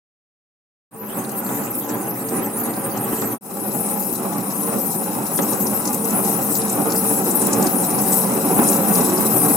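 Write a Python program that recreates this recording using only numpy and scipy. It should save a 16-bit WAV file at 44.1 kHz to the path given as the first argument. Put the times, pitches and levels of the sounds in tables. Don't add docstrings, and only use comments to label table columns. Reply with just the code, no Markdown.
import sys
import numpy as np
from scipy import signal
from scipy.fft import rfft, irfft, next_fast_len
from scipy.io import wavfile
from scipy.ndimage import uniform_filter1d, map_coordinates

SR = 44100
rng = np.random.default_rng(int(sys.argv[2]) if len(sys.argv) > 2 else 0)


def master(y):
    cut = np.clip(np.atleast_2d(y).T, -1, 1)
    pcm = np.round(cut * 32767)
    wavfile.write(sys.argv[1], SR, pcm.astype(np.int16))


N = 421596

TURN_S, MOVE_S = .802, 3.4
GROWTH_DB_PER_S = (1.3035, 1.51, 1.1644)

# frequency in Hz, relative level in dB.
MOTOR_AIR = [(300, 13), (1500, -25), (2700, 26), (3500, -32), (5000, 24.5), (8000, -40), (12000, 11),
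             (15800, 27.5)]
# frequency in Hz, relative level in dB.
STONE_FAR = [(25, -28), (75, -32), (105, -12.5), (125, -5), (165, -7), (220, -1), (330, -3.5), (480, -7),
             (630, -12), (850, -9.5), (1250, -11), (1800, -15), (3300, -34.5), (6000, -34.5), (12000, -53)]
STONE_CLOSE = [(25, -34), (80, -24), (105, -20), (125, -12), (200, -2.5), (330, -7.5), (480, -9.5),
               (630, -14), (850, -11.5), (1250, -14.5), (1800, -22.5), (3300, -33.5), (6000, -53.5),
               (12000, -71)]
# frequency in Hz, width in Hz, lift in dB.
DRUM_MODES = [(123.7, 19, 10), (177, 11, 6), (204.3, 27.2, 12), (240.7, 8.1, 10.5), (291.8, 24, 11.5),
              (328, 6.7, 8.5), (377.7, 12.3, 13.5), (450, 10.8, 14.5), (522.4, 17, 6.5), (553.8, 23, 12.5),
              (672, 90, 7.5), (772, 56, 11), (825.6, 10.3, 10), (890, 24, -0.5), (987, 24, 8.5),
              (1129, 41, 5.5), (1303, 20, 6.5), (2004, 12, 9), (2560, 360, 8)]
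# seconds into the turn, then the lifts in dB of
TURN_FAR = [(.02, 0, -7, -0.5), (.13, -0.9, -5, -2), (.24, -2, -12, -0.5), (.29, -1.5, -0.5, 3),
            (.36, -1.2, 11, -1), (.44, -1, -5.5, 0.5), (.5, -1, 1, -0.5), (.58, -0.5, -20, -1),
            (.69, 0, -14, -2), (0.771, -1, -12, -1.5)]
TURN_CLOSE = [(.04, -0.27, 3, 0.5), (.15, -0.74, 4, 1), (.2, -0.17, -11, 2.6), (.26, -0.23, 2, 3),
              (.34, 0.69, 7, 4), (.42, 0.48, 1.5, 1), (.45, -0.54, -0.5, 4), (.52, -.3, 1.5, 2),
              (.6, -0.062, 5.5, 2), (.68, -0.95, 4, 1.1), (.75, -0.29, 5.5, -2)]
# time in seconds,
# lift of the rumble in dB, further lift of its gritty top in dB, half length in seconds.
SWELLS = [(1.19, 4, -2, 0.013), (1.535, 4, 1, 0.093), (1.775, -2, -3.5, 0.054), (1.95, 3.5, -1, 0.05),
          (2.38, 5, -2, 0.053), (2.678, 2.5, 1.5, 0.028), (2.795, 0.5, 1, .04), (3.037, 4, -1.5, 0.082),
          (3.25, 3.5, 0, 0.022), (3.602, 2, -2, 0.033), (3.746, 2.5, -3, 0.028), (3.88, 0, 2.5, .05),
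          (4.124, 0, -4, 0.058), (4.252, 3, 1, .03), (4.342, 2.5, -3, 0.035), (4.583, -1, -0.5, 0.044),
          (4.742, 1.5, 2.5, 0.02), (4.78, 7.5, -8, 0.013), (4.935, -2, -1.5, 0.06), (5.07, 1, -0.5, 0.026),
          (5.3, -3, 3, 0.038), (5.415, 4.5, -3, .018), (5.498, 2.5, -2, .014), (5.656, 2, -5, 0.05),
          (6.19, 2, 1.5, 0.07), (6.526, -0.5, -4, 0.055), (6.794, 2, 1, 0.062), (6.895, 0, 6.5, 0.04),
          (7.49, 2, 1, 0.06), (7.615, 5, -2, 0.054), (7.88, -3, 4, 0.029), (8.51, 2.5, -1, .02),
          (8.586, 4.5, -0.5, 0.047), (8.8, 4, -4.5, 0.022), (8.98, 3, -1.5, 0.051), (9.48, 0, -0.5, .05)]
# frequency in Hz, relative level in dB.
SQUEEZE_TONE = [(2000, -39), (3300, -9), (3950, 4.5), (4600, -7), (5500, 7.5), (6600, 4.5), (8000, 12),
                (10000, -50.5), (15000, -14)]
# frequency in Hz, relative level in dB.
FILM_FAR = [(3000, -13.5), (5800, -16), (7200, -7.5), (8300, -2.5), (9500, 1), (12800, 4.5), (14000, -4),
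            (15800, -3)]
FILM_CLOSE = [(3000, -26.5), (6000, -9), (8300, -3), (8800, 6.5), (10200, 6), (12500, 5.5), (14000, 0),
              (15800, -7)]
# seconds into the turn, centre in Hz, glide in
# octaves per second, level change in dB from above the lid, the same from close.
HOLLOWS = [(.125, 7800, 6.5, -30, -24), (.45, 9630, 2, -19, -13), (.645, 9000, 3, -21, 2.5)]
# frequency in Hz, width in Hz, lift in dB.
STEEL_MODES = [(8730, 85, 8), (9300, 110, 2.5), (9742, 35, 1), (10150, 66, 7.5), (11000, 50, 4.5),
               (12050, 32, 5), (12800, 40, -3), (13700, 50, 4)]
# time in seconds, relative level in dB, centre in Hz,
# glide in octaves per second, half length in seconds.
SQUELCHES = [(1.19, -35, 12700, 0, 0.014), (1.385, -25.5, 13000, 0, 0.016), (1.507, -36.5, 7670, -1, 0.068),
             (1.558, -28, 12700, 1, .018), (1.663, -35, 7900, 3.5, 0.022), (1.75, -25, 10960, 4, 0.015),
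             (1.79, -22, 13600, -6, 0.012), (2.01, -34, 12500, -2, .016), (2.2, -32, 12900, 1, .018),
             (2.453, -27, 13300, -3, .012), (2.795, -33, 12800, -3, .018), (2.373, -26, 10460, 0.5, 0.02),
             (2.57, -26.5, 10500, -6, .014), (2.594, -38, 7550, -4.5, .015), (2.608, -23, 13300, -4, .016),
             (2.653, -25.5, 10770, -6, 0.019), (3.018, -28, 12000, 1, .008), (3.044, -23, 12500, -2, .004),
             (3.15, -29, 11900, -1, 0.017), (3.2, -33, 7860, 0, 0.046), (3.278, -28, 13200, 1, 0.016),
             (3.775, -35, 7870, 2, .03), (3.895, -29, 8657, 2, 0.025), (4.143, -25, 13000, -5, 0.018),
             (4.208, -43, 7550, -3, .025), (4.572, -45, 8200, 2, 0.02), (4.809, -29, 11200, -5, 0.013),
             (4.932, -33, 7400, -3, 0.015), (4.952, -28.5, 13200, -2, 0.024),
             (5.366, -20.5, 9840, -2.5, 0.022), (5.62, -25, 12600, 4, .016), (5.758, -20, 12550, -3, 0.013),
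             (6.171, -20.5, 10400, 0, 0.024), (6.276, -23, 11900, 3.5, .03), (6.543, -26.5, 7680, -4, .025),
             (6.56, -23, 13800, -3, .024), (6.598, -20.5, 10300, -1.5, 0.013),
             (7.162, -29, 7950, 0.5, 0.037), (7.365, -18.5, 12900, -9, 0.012),
             (7.412, -21.5, 9300, -5.5, 0.034), (7.784, -20.5, 10170, -0.5, 0.026),
             (8.133, -18.5, 8530, -2, 0.018), (8.179, -18.5, 12600, -4, 0.036),
             (8.565, -28, 11500, -1, .04), (8.75, -32, 7500, 1, 0.021), (8.968, -21.5, 12800, -3, 0.032)]
# time in
# seconds, relative level in dB, pitch in Hz, width in octaves.
LOUD_BUBBLES = [(1.2494, -31.5, 4060, 0.22), (1.2944, -20, 8500, 0.54), (1.4644, -33, 4370, 0.17),
                (1.8935, -20.5, 6640, 0.29), (2.2894, -25, 6900, .35), (2.7394, -29, 4230, 0.24),
                (2.7644, -31, 4700, 0.28), (2.9748, -21, 7000, 0.38), (3.2194, -25, 5970, 0.48),
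                (4.3833, -31, 5500, 0.27), (4.5085, -27, 5170, 0.37), (4.9251, -38, 6000, .3),
                (5.0419, -29, 6300, 0.18), (5.2484, -34, 5600, .3), (5.2674, -27, 5400, .25),
                (5.3775, -16.5, 6800, .4), (5.384, -25, 3570, 0.19), (5.423, -20, 6500, .25),
                (5.432, -19, 6740, .2), (5.5334, -18, 7040, 0.32), (5.6702, -16.5, 6060, 0.25),
                (5.8558, -13.5, 6040, 0.32), (5.8765, -12.5, 6340, 0.33), (5.932, -10, 11000, 0.66),
                (5.9455, -9, 10800, 0.59), (6.0455, -22, 6300, 0.27), (6.108, -15, 7740, 0.41),
                (6.2505, -16, 6870, 0.49), (6.5545, -21, 5000, 0.3), (6.5744, -11, 11500, 0.64),
                (6.619, -21.5, 5000, 0.35), (6.6816, -29, 6500, .3), (6.6988, -12, 8100, 0.33),
                (6.904, -20, 6000, 0.38), (6.9227, -14, 6040, 0.42), (6.9625, -19, 5560, .25),
                (7.3117, -11.5, 7640, .2), (7.4179, -10, 9500, 0.4), (7.4704, -6, 11800, 0.44),
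                (7.5122, -22, 6800, .25), (7.5322, -5.5, 7200, 0.37), (7.6275, -12, 7240, .5),
                (7.6697, -13, 5800, 0.51), (7.9128, -24, 6000, 0.24), (7.9894, -20, 5830, 0.25),
                (8.6416, -17, 6800, .25), (8.6885, -7.5, 7450, 0.34), (8.7324, -18, 6650, .2),
                (8.938, -22, 6400, .3), (8.955, -17, 5460, .32), (9.1778, -19.5, 5430, 0.22)]
# start in seconds, level in dB.
KNOCKS = [(1.49, -25), (3.22, -22), (4.328, -26.5), (5.388, -15), (5.603, -32), (7.479, -26),
          (8.588, -17.5)]
# frequency in Hz, relative level in dB.
KNOCK_TONE = [(110, -18), (200, -3), (310, 10), (450, -12), (800, -1), (1200, -4.5), (2000, -10.5),
              (2700, -25), (3400, -16), (6000, -31), (12000, -50)]
# frequency in Hz, correlation.
LIKENESS = [(60, 0.92), (250, 0.93), (500, 0.78), (1000, 0.61), (2000, .1), (4000, 0.1), (7000, 0.17),
            (10000, 0.36), (14000, 0.031)]
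# frequency in Hz, left over right in dB.
LEAN_FAR = [(60, 1), (130, -2), (290, -0.5), (640, -1), (1410, -0.5), (3100, 1.5), (6820, -7), (15000, 6)]
LEAN_CLOSE = [(60, -3), (110, 0), (200, -2.5), (380, -0.5), (700, -2), (1290, -4.5), (2380, -0.5),
              (4400, 3), (8120, 3), (15000, 13.5)]


def amp(db):
    return 10 ** (np.asarray(db) / 20)


def unit(x):
    return x / np.sqrt(np.mean(x ** 2) + 1e-20)


def along(points, hz):
    f, v = np.transpose(points)
    return np.interp(np.log(hz + 1), np.log(f + 1), v)


def wobble(rate):
    return map_coordinates(rng.standard_normal(int(N * rate / SR) + 4), [np.arange(N) * rate / SR])


def patches(shape, bins, frames):
    across_bins = uniform_filter1d(rng.standard_normal(shape), size=bins, axis=0)
    return unit(uniform_filter1d(across_bins, size=frames, axis=1))


def strength(x, samples):
    return np.sqrt(np.abs(uniform_filter1d(x ** 2, size=samples)) + 1e-6)


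def filtered(x, response):
    m = next_fast_len(N + SR // 2)
    return irfft(rfft(x, m) * response(np.fft.rfftfreq(m, 1 / SR)), m)[..., :N]


def coloured(x, tone):
    return filtered(x, lambda hz: amp(along(tone, hz)))


def grains(rate, spread_db):
    impulses = (rng.random((2, N)) < rate / SR) * rng.standard_normal((2, N))
    return unit(impulses * amp(spread_db * rng.standard_normal((2, N))))


def ringing(modes, hz):
    return 1 + sum((amp(db) - 1) * 1j * hz * width / (centre ** 2 - hz ** 2 + 1j * hz * width)
                   for centre, width, db in modes)


def waver(x, share, rate):
    at = np.arange(N) + share * SR / rate * wobble(rate)
    return np.array([map_coordinates(channel, [at], order=5, mode="mirror") for channel in x])


def microphone(pair, lean, lag_ms=0):
    angle = lambda hz: np.arccos(np.clip(along(LIKENESS, hz), -1, 1)) / 2
    mid, side = filtered(pair, lambda hz: np.array([np.cos(angle(hz)), np.sin(angle(hz))]))
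    balance = lambda hz: amp(np.outer([.5, -.5], along(lean, hz)))
    delay = lambda hz: np.exp(np.outer([-1j, 1j], np.pi * hz * lag_ms / 1000))
    stereo = filtered(np.array([mid + side, mid - side]), lambda hz: balance(hz) * delay(hz))
    return stereo / np.std(stereo.mean(0))


def motor_air(level_db):
    return amp(level_db) * unit(coloured(rng.standard_normal((2, N)), MOTOR_AIR))


def level_curves(start_s, levels_db, turn):
    t = np.arange(N) / SR
    turn_s, *patterns = np.transpose(turn)
    rumble, squeezed, fizz = [
        db + growth * (t - start_s) + np.interp(t - start_s, turn_s, pattern, period=TURN_S)
        for db, growth, pattern in zip(levels_db, GROWTH_DB_PER_S, patterns)]
    swell, grit = sum(np.outer(lifts_db, np.exp(-.5 * np.minimum(((t - s) / half_s) ** 2, 20)))
                      for s, *lifts_db, half_s in SWELLS)
    return (rumble + swell + .4 * wobble(20), grit,
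            squeezed + .18 * swell + .8 * wobble(14), fizz + 1.24 * wobble(14))


def rollers(stone, grit_db, lean, lag_ms, grit_hz=560):
    contacts = grains(rate=9000, spread_db=1) * amp(1.25 * wobble(45))
    spectra = signal.stft(contacts, nperseg=4096)[2]
    shift_db = 1.7 * patches(spectra.shape[1:], bins=6, frames=3)
    contacts = signal.istft(spectra * amp(shift_db), nperseg=4096)[1][:, :N]
    grit = filtered(contacts, lambda hz: hz ** 4 / (hz ** 4 + grit_hz ** 4))
    contacts = contacts + (amp(grit_db) - 1) * grit
    loose_modes = [(hz, width * .98, db - .9) for hz, width, db in DRUM_MODES]
    firm, loose = [filtered(contacts, lambda hz: amp(along(stone, hz)) * ringing(modes, hz))
                   for modes in (DRUM_MODES, loose_modes)]
    loosened = np.interp(np.arange(N) / SR, [6.7, 7.5], [0, 1])
    rumble = waver(firm + loosened * (loose - firm), share=.007, rate=5)
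    return even_rumble(microphone(rumble, lean, lag_ms))


def even_rumble(rumble, boom_hz=340, window_s=.12, evenness=.65):
    boom = filtered(rumble, lambda hz: 1 / (1 + (hz / boom_hz) ** 8))
    return sum(band / strength(unit(band.mean(0)), round(window_s * SR)) ** evenness
               for band in (boom, rumble - boom))


def squeeze(lean, clump_db=3):
    crackle = grains(rate=12000, spread_db=-3) * amp(clump_db * wobble(70))
    return microphone(coloured(crackle, SQUEEZE_TONE), lean)


def film(tone, lean, start_s, hollows_db, patchy_db, hollow_s=.029, hollow_octaves=.12):
    cracks = grains(rate=22000, spread_db=1) * amp(.83 * wobble(110))
    hz, t, spectra = signal.stft(cracks, SR, nperseg=256)
    colour_db = along(tone, hz)[:, None] + patchy_db * patches(spectra.shape[1:], bins=4, frames=12)
    in_turn = (t - start_s) % TURN_S
    for (s, centre_hz, glide, *_), db in zip(HOLLOWS, hollows_db):
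        octaves = np.log2((hz[:, None] + 1) / centre_hz) - glide * (in_turn - s)
        colour_db += db * np.exp(-.5 * (octaves / hollow_octaves) ** 2
                                 - .5 * ((in_turn - s) / hollow_s) ** 2)
    fizz = signal.istft(spectra * amp(colour_db), SR, nperseg=256)[1][:, :N]
    fizz = microphone(filtered(fizz, lambda hz: ringing(STEEL_MODES, hz)), lean)
    return fizz / strength(fizz.mean(0), samples=4000)


def drum_air(wet, ripple_db, spacing_hz=42):
    knots = rng.standard_normal(4096)
    ripple = lambda hz: np.tanh(map_coordinates(knots, [hz / spacing_hz], mode="wrap"))
    combed = filtered(wet, lambda hz: unit(amp(ripple_db * ripple(hz))))
    return waver(combed, share=.0015, rate=7)


def squelches(lean, width_hz=900, flutter_db=2.5, gain_db=-2.2):
    out, t = np.zeros((2, N)), np.arange(-SR // 6, SR // 6) / SR
    spit = filtered(rng.standard_normal((2, N)), lambda hz: 1 / (1 + (hz / width_hz) ** 2))
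    spit = unit(spit * amp(flutter_db * wobble(180)))
    for s, db, centre_hz, glide, half_s in SQUELCHES:
        at = round((s + t[0]) * SR) + np.arange(len(t))
        phase = 2 * np.pi * np.cumsum(centre_hz * 2 ** (glide * t)) / SR
        swell = np.exp(-.5 * (t / half_s) ** 2)
        out[:, at] += amp(db) * swell * spit[:, at] * np.sqrt(2) * np.sin(phase)
    return amp(gain_db) * np.std(out) * microphone(out, lean)


def faint_bubbles(count, level_db, spread_db, pitch_hz, spread_octaves, width_octaves):
    times_s = rng.uniform(1.2, N / SR - .1, count)
    size, detune = rng.standard_normal((count, 2)).T
    levels_db = level_db + GROWTH_DB_PER_S[-1] * times_s + spread_db * size
    pitches_hz = pitch_hz * 2 ** (spread_octaves * detune)
    return list(zip(times_s, levels_db, pitches_hz, [width_octaves] * count))


def pops(bubbles, lead_in_s=.0045, rise_s=.001, snap_t60=.017, echo_t60=.09, echo_db=-2.5, gain_db=-13):
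    out, t = np.zeros((2, N)), (np.arange(4096) - 512) / SR
    hz = np.fft.rfftfreq(len(t), 1 / SR)
    before, after = np.minimum(t, 0), np.maximum(t, 0)
    snap = np.exp(before / rise_s) * amp(-60 * after / snap_t60)
    lead_in_and_echo = np.exp(before / lead_in_s) * amp(echo_db - 60 * after / echo_t60)
    for s, db, pitch_hz, width_octaves in bubbles:
        band = np.exp(-.5 * (np.log2((hz + 1) / pitch_hz) / width_octaves) ** 2)
        burst = rng.standard_normal((2, len(t))) + rng.standard_normal(len(t))
        pop = (snap + lead_in_and_echo) * unit(irfft(rfft(burst) * band))
        start = round((s + t[0]) * SR)
        out[:, start:start + len(t)] += amp(db + gain_db) * pop
    return out * amp([[3], [-3]])


def knocks(attack_s=.0011, ring_t60=.12, scrape_t60=.062, scrape_db=2):
    out, t = np.zeros((2, N)), np.arange(SR // 4) / SR
    scrape = unit(coloured(rng.standard_normal((2, N)), KNOCK_TONE))
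    for s, db in KNOCKS:
        at = slice(round(s * SR), round(s * SR) + len(t))
        ring = unit(sum(amp(lift + along(KNOCK_TONE, hz)) * np.sin(2 * np.pi * (hz * t + rng.random()))
                        for hz, _, lift in DRUM_MODES))
        blow = ring * amp(-60 * t / ring_t60) + scrape[:, at] * amp(scrape_db - 60 * t / scrape_t60)
        out[:, at] += amp(db) * (1 - np.exp(-t / attack_s)) * blow
    return out


def grinder(turn, stone, film_tone, hollows_db, lean, start_s, levels_db, lag_ms, patchy_db, ripple_db):
    rumble_db, grit_db, squeeze_db, film_db = level_curves(start_s, levels_db, turn)
    batter = (amp(squeeze_db - 3.5) * squeeze(lean)
              + amp(film_db - .34) * film(film_tone, lean, start_s, hollows_db, patchy_db)
              + squelches(lean))
    return amp(rumble_db + .65) * rollers(stone, grit_db, lean, lag_ms) + drum_air(batter, ripple_db)


def scene():
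    *_, hollows_far_db, hollows_close_db = np.transpose(HOLLOWS)
    far = grinder(TURN_FAR, STONE_FAR, FILM_FAR, hollows_far_db, LEAN_FAR, start_s=1.2,
                  levels_db=(-29, -55, -32), lag_ms=0, patchy_db=6, ripple_db=8)
    close = grinder(TURN_CLOSE, STONE_CLOSE, FILM_CLOSE, hollows_close_db, LEAN_CLOSE, start_s=3.56,
                    levels_db=(-27.5, -45.5, -30.5), lag_ms=.097, patchy_db=3.5, ripple_db=6)
    grinding = np.where(np.arange(N) < MOVE_S * SR, far, close)
    high = faint_bubbles(110, -32, spread_db=5, pitch_hz=11200, spread_octaves=.16, width_octaves=.2)
    low = faint_bubbles(220, -39, spread_db=3.5, pitch_hz=6950, spread_octaves=.13, width_octaves=.17)
    return grinding + pops(list(LOUD_BUBBLES) + high + low) + knocks() + motor_air(level_db=-42.5)


def record(dry):
    t = np.arange(N) / SR
    fade_in = lambda start_s, length_s: np.clip((t - start_s) / length_s, 0, 1) ** .67
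    fade_out = np.clip((3.383 - t) / .062, 0, 1)
    fader = fade_in(.9095, .25) * fade_out + fade_in(3.409, .26)
    return filtered(dry * fader, lambda hz: 1 / (1 + (hz / 15900) ** 200))


dry = scene()
out = record(dry)
master(out)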